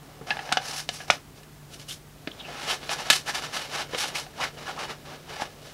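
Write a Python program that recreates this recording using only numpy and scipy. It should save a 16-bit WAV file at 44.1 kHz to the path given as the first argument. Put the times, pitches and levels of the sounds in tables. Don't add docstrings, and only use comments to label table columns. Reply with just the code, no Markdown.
import sys
import numpy as np
from scipy import signal
from scipy.fft import rfft, irfft
from scipy.io import wavfile
from scipy.ndimage import uniform_filter1d

SR = 44100
rng = np.random.default_rng(int(sys.argv[2]) if len(sys.argv) > 2 else 0)


def dump_mix(stems):
    frames = np.atleast_2d(stems).T
    limited = np.clip(frames, -1, 1)
    pcm = np.round(limited * 32767).astype(np.int16)
    wavfile.write(sys.argv[1], SR, pcm)


N = 252693
T = np.arange(N) / SR
HZ = np.maximum(np.arange(N // 2 + 1) * SR / N, 1)


def undb(db):
    return 10 ** (np.asarray(db) / 20)


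def unit(x):
    return x / np.sqrt(np.mean(x ** 2))


def colour(points):
    hz, db = np.transpose(points)
    return undb(np.interp(np.log(HZ), np.log(hz), db))


def shape(x, gain):
    return irfft(rfft(x) * gain, N)


def ring(x, hz, width_hz):
    g, k = np.tan(np.pi * min(hz, SR / 2 - 100) / SR), width_hz / hz
    return signal.lfilter([g * k, 0, -g * k], [1 + g * k + g * g, 2 * g * g - 2, 1 - g * k + g * g], x)


def soften(x, hz, order):
    return signal.sosfilt(signal.butter(order, min(hz, SR / 2 - 100), fs=SR, output="sos"), x)


def wander(rate_hz):
    step = int(SR / rate_hz)
    stairs = np.repeat(rng.standard_normal(N // step + 1), step)
    return unit(uniform_filter1d(stairs, step)[:N])


def background():
    # pitch_hz, level_db
    tones = [(49.2, -62.5), (147.6, -54)]
    # pitch_hz, relative_db
    air = [(15, -36), (25, -11.5), (53, -11), (75, -8.5), (147, -6), (188, -11.5), (266, -10), (368, -15),
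           (432, -11.5), (495, -24), (613, -17.5), (1080, -21), (1230, -21.5), (1750, -24), (15500, -34)]
    hum = np.zeros(N)
    for hz, db in tones:
        loudness = undb(db + 0.5 * wander(rate_hz=5.8))
        hum += loudness * unit(np.sin(2 * np.pi * hz * T + wander(rate_hz=6)))
    return hum + undb(-50) * unit(shape(rng.standard_normal(N), colour(air)))


def strokes(table, release_s=0.02):
    power, tilt = np.full(N, 1e-12), np.zeros(N)
    for full_grip_s, swell_s, hold_s, level_db, tilt_db in table:
        early_s = np.maximum(full_grip_s - T, 0)
        late_s = np.maximum(T - full_grip_s - hold_s, 0)
        share = (undb(level_db) * np.exp(-early_s / swell_s - late_s / release_s)) ** 2
        power += share
        tilt += share * tilt_db
    return 10 * np.log10(power), tilt / power


def slips(per_s, spread_db):
    clicks = (rng.random(N) < per_s / SR) * rng.standard_normal(N)
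    return clicks * undb(spread_db * rng.standard_normal(N))


def shell(x):
    # pitch_hz, width_hz, level_db
    notes = [(792, 166, 0), (1150, 72, -8), (1317, 135, -2.5), (1490, 110, -9.5), (1720, 75, 4),
             (2140, 110, -1), (2530, 350, -3.5), (2923, 197, 3.5), (3690, 740, -4), (4500, 140, -10),
             (5250, 190, -10), (7440, 140, -9)]
    return sum(undb(db) * ring(x, hz, width_hz) for hz, width_hz, db in notes)


def scrape(table, surface, firm_rumble_db, firm_stroke_db=-29.5):
    level_db, tilt_db = strokes(table)
    clicks = slips(per_s=16000, spread_db=1.5)
    bass_cut = 1 / np.hypot(1, (540 / HZ) ** 4)
    rasp = unit(shape(0.91 * clicks + 0.74 * shell(clicks), colour(surface) * bass_cut))
    octave, centres = np.log2(HZ / 2500), np.arange(-2, 3)
    tilted = sum(shape(rasp, np.interp(octave, centres, band)) * undb(tilt_db * centre)
                 for centre, band in zip(centres, np.eye(len(centres))))
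    low_tone = colour([(60, -30), (150, -2), (330, -1.5), (520, 3), (700, 0), (1200, -34), (4000, -82)])
    rumble = unit(shape(slips(per_s=3000, spread_db=3), low_tone))
    rumble_db = firm_rumble_db + 0.43 * (level_db - firm_stroke_db) - tilt_db
    grip = undb(1.4 * wander(rate_hz=110))
    return grip * (tilted * undb(level_db - 2) + rumble * undb(rumble_db))


def blade_scrape():
    # full_grip_s, swell_s, hold_s, relative_db, tilt_db_per_octave
    pushes = [(0.032, 0.016, 0.228, -55, -3), (0.273, 0.004, 0.048, -36.5, -2.3),
              (0.348, 0.012, 0.28, -40.5, -2.4), (0.681, 0.048, 0.06, -32.8, 1.2),
              (0.767, 0.024, 0.036, -32.2, 3), (0.946, 0.042, 0.024, -41, 3.4),
              (0.988, 0.009, 0.053, -45, 1.5), (1.082, 0.005, 0.006, -40, -0.3),
              (1.113, 0.006, 0.035, -36.5, 0.0)]
    # pitch_hz, relative_db
    steel = [(300, -24), (560, -4), (720, 3.5), (1000, -1), (2000, -4), (3500, -7), (5600, -2), (8200, -14),
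             (10000, -11.5), (15000, -29)]
    return scrape(pushes, steel, firm_rumble_db=-48.5)


def knock(start_s, level_db, contact_hz, fade_s, air_hz, air_db, wall_hz, wall_db, thud_db):
    t = T[:SR // 5]
    rattle = 0.37 * rng.standard_normal(len(t)) * undb(-60 * t / fade_s)
    blow = (t == 0) * 1.
    push = ring(rattle + 0.22 * blow, contact_hz, 2.35 * contact_hz)
    contact = soften(push, 2.85 * contact_hz, order=5) + 0.11 * push
    crack = unit(1.06 * contact + 2.04 * shell(contact))
    swing = soften(blow + 0.24 * rattle, 1.87 * contact_hz, order=3)
    air = unit(ring(swing, air_hz, 64) + 0.16 * ring(swing, 2.005 * air_hz, 135))
    wall = unit(ring(swing, wall_hz, 3.7 / fade_s) + 0.24 * ring(swing, 1.515 * wall_hz, 13 / fade_s))
    thud = unit(soften(ring(swing, 320, 310), 450, order=2))
    sound = crack + undb(air_db) * air + undb(wall_db) * wall + undb(thud_db) * thud
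    strength = np.sqrt(np.sum(sound ** 2) / (0.0091 * SR))
    out, start = np.zeros(N + SR), int(start_s * SR)
    out[start:start + len(t)] = undb(level_db) * sound / strength
    return out[:N]


def sheath_bumps():
    # start_s, level_db, contact_hz, fade_s, air_hz, air_db, thud_db
    hits = [ (.212, -37, 500, 0.069, 420, -16, 7), (1.432, -50, 3500, .027, 700, -16, -14),
            (2.2736, -28.5, 1750, .035, 643, -2, 2), (2.488, -38.5, 1800, .03, 700, 7, 1),
            (2.830, -39.5, 2000, .033, 636, -3, -2), (2.893, -27.5, 2000, .03, 660, -4, -18),
            (3.101, -9.5, 3930, 0.063, 640, -26, -20.5), (3.127, -18.5, 3700, .08, 594, -16, -26),
            (3.935, -32, 1800, .02, 490, 15, -23), (3.947, -26, 1940, .03, 505, 1, -13),
            (4.265, -42.5, 2020, .031, 754, 5, -8), (5.399, -32, 1800, .016, 810, 17, -8),
            (5.420, -26.5, 1190, 0.016, 842, 9, 1)]
    return sum(knock(*hit, wall_hz=1750, wall_db=-15, thud_db=thud_db) for *hit, thud_db in hits)


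def blade_knocks():
    # start_s, level_db, contact_hz, fade_s, air_db, wall_hz, wall_db
    hits = [ (.306, -22, 1670, 0.031, -4.5, 2650, 3), (.311, -23.5, 1500, 0.06, 5, 1720, 16),
            (.3695, -32, 1300, .027, 3, 1720, -10), (.3915, -30.5, 1570, 0.043, 7, 1730, 6),
            (.491, -34.5, 1500, .034, 4, 1700, -1), (.518, -25, 1170, 0.019, 11, 1470, -12),
            (.524, -18.5, 3400, 0.032, -4.5, 1510, -3), (0.5711, -17.5, 2190, 0.032, 2, 2730, -8),
            (.890, -24.5, 2880, .026, -7.5, 2970, -9), (1.003, -35, 1300, .1, 1, 1660, 0),
            (1.101, -12, 1260, .015, 1, 1260, 1.5), (1.103, -16, 3260, 0.038, -1, 3430, -5.5)]
    # time_s, pitch_hz
    air_note = [(.3, 830), (.57, 750), (1.1, 742)]
    out = np.zeros(N)
    for start_s, level_db, contact_hz, fade_s, air_db, wall_hz, wall_db in hits:
        air_hz = np.interp(start_s, *np.transpose(air_note))
        out += knock(start_s, level_db, contact_hz, fade_s, air_hz, air_db, wall_hz, wall_db, thud_db=-15)
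    return out


def nylon_scrape():
    # full_grip_s, swell_s, hold_s, relative_db, tilt_db_per_octave
    rubs = [(1.362, 0.01, 0.02, -50.5, 1), (1.744, 0.022, 0.001, -41.5, 3), (1.798, 0.009, 0.019, -45.3, 3),
            (1.889, 0.0085, 0.043, -41.8, 6), (2.521, 0.09, 0.074, -38.5, -2.5),
            (2.598, 0.018, 0.09, -34, -1.1), (2.699, 0.021, 0.033, -26, 0),
            (2.843, 0.052, 0.006, -40, -1.2), (2.91, 0.021, 0.023, -26.5, 0.0),
            (2.986, 0.017, 0.033, -32.2, -1.4), (3.057, 0.024, 0.044, -33.5, -1.5),
            (3.116, 0.005, 0.045, -28, 3.0), (3.177, 0.009, 0.02, -39.5, 3), (3.281, 0.01, 0.015, -25.5, 0),
            (3.351, 0.0077, 0.0095, -25.5, 0.2), (3.38, 0.007, 0.005, -31.2, -0.9),
            (3.425, 0.009, 0.038, -32.5, -1.2), (3.545, 0.021, 0.031, -28.5, 0.1),
            (3.597, 0.02, 0.059, -35, -0.5), (3.746, 0.029, 0.071, -28, -1.3),
            (3.94, 0.03, 0.039, -35, -1.5), (3.99, 0.017, 0.035, -26, 2), (4.046, 0.02, 0.004, -28.3, -1.6),
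            (4.059, 0.01, 0.026, -34.5, 2.2), (4.1, 0.013, 0.047, -42, -3), (4.154, 0.008, 0.045, -29, 1.1),
            (4.421, 0.026, 0.033, -28.5, -2), (4.475, 0.008, 0.018, -44, -2.5),
            (4.572, 0.006, 0.059, -41, -2), (4.671, 0.016, 0.033, -34.5, -2.5),
            (4.801, 0.035, 0.043, -34, -2.5), (4.895, 0.016, 0.022, -33.9, -3),
            (5.057, 0.0089, 0.102, -43.5, -2.5), (5.297, 0.021, 0.11, -38.5, -2.5),
            (5.408, 0.014, 0.021, -32.5, -1.2), (5.444, 0.009, 0.021, -40.8, -3),
            (5.659, 0.052, 0.08, -48.5, 0.5)]
    creep = (2.28, 0.08, 3.5, -53.5, -0.2)
    # pitch_hz, relative_db
    weave = [(180, -36), (300, 6), (480, -6.5), (830, -1), (1700, -3), (3000, -4.5), (5700, -4),
             (8000, -12.5), (10000, -12.5), (12400, -19.5), (15000, -32)]
    return scrape(rubs + [creep], weave, firm_rumble_db=-45)


def zips():
    # start_s, length_s, start_hz, end_hz, level_db
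    slides = [ (1.879, .053, 3000, 3450, -38.5), (2.312, .01, 3550, 3150, -40),
              (2.392, .028, 3610, 3200, -38), (2.426, .055, 2850, 2680, -44),
              (2.672, 0.069, 3036, 3100, -34), (3.27, .045, 1602, 1900, -31.5),
              (4.146, .026, 2120, 2770, -30.5), (4.381, .059, 756, 1405, -33),
              (4.405, .06, 2510, 1642, -31.5), (4.661, 0.056, 1545, 1006, -35.5),
              (4.765, .047, 859, 1403, -37)]
    out = np.zeros(N)
    for start_s, length_s, start_hz, end_hz, level_db in slides:
        hoarseness = 0.1 + 0.56 * abs(np.log2(end_hz / start_hz))
        progress = np.linspace(0, 1, int(length_s * SR))
        pitch_hz = start_hz + (end_hz - start_hz) * progress
        phase = 2 * np.pi * np.cumsum(pitch_hz) / SR
        flutter = soften(rng.standard_normal((2, len(progress))), hoarseness * start_hz / 2, order=2)
        note = unit(flutter[0] * np.cos(phase) + flutter[1] * np.sin(phase))
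        start = int(start_s * SR)
        out[start:start + len(note)] += undb(level_db) * np.sin(np.pi * progress) * note
    return out


def room(x, fade_s=0.15, echo_db=-14.5):
    t = T[:SR // 2]
    fade_in = np.clip(t / 0.0053 - 0.5, 0, 1)
    echo = rng.standard_normal(len(t)) * undb(-60 * t / fade_s) * fade_in
    echo = soften(echo, 13000, order=1)
    echo /= np.sqrt(np.sum(echo ** 2))
    return x + undb(echo_db) * signal.fftconvolve(x, echo)[:N]


def scene():
    handling = blade_scrape() + nylon_scrape() + blade_knocks() + sheath_bumps() + zips()
    mono = room(handling) + background()
    return np.array([mono, mono])


def record(dry):
    treble_cut = signal.ellip(10, 0.2, 70, 15700, fs=SR, output="sos")
    return signal.sosfilt(treble_cut, np.clip(dry, -1, 1))


dry = scene()
out = record(dry)
dump_mix(out)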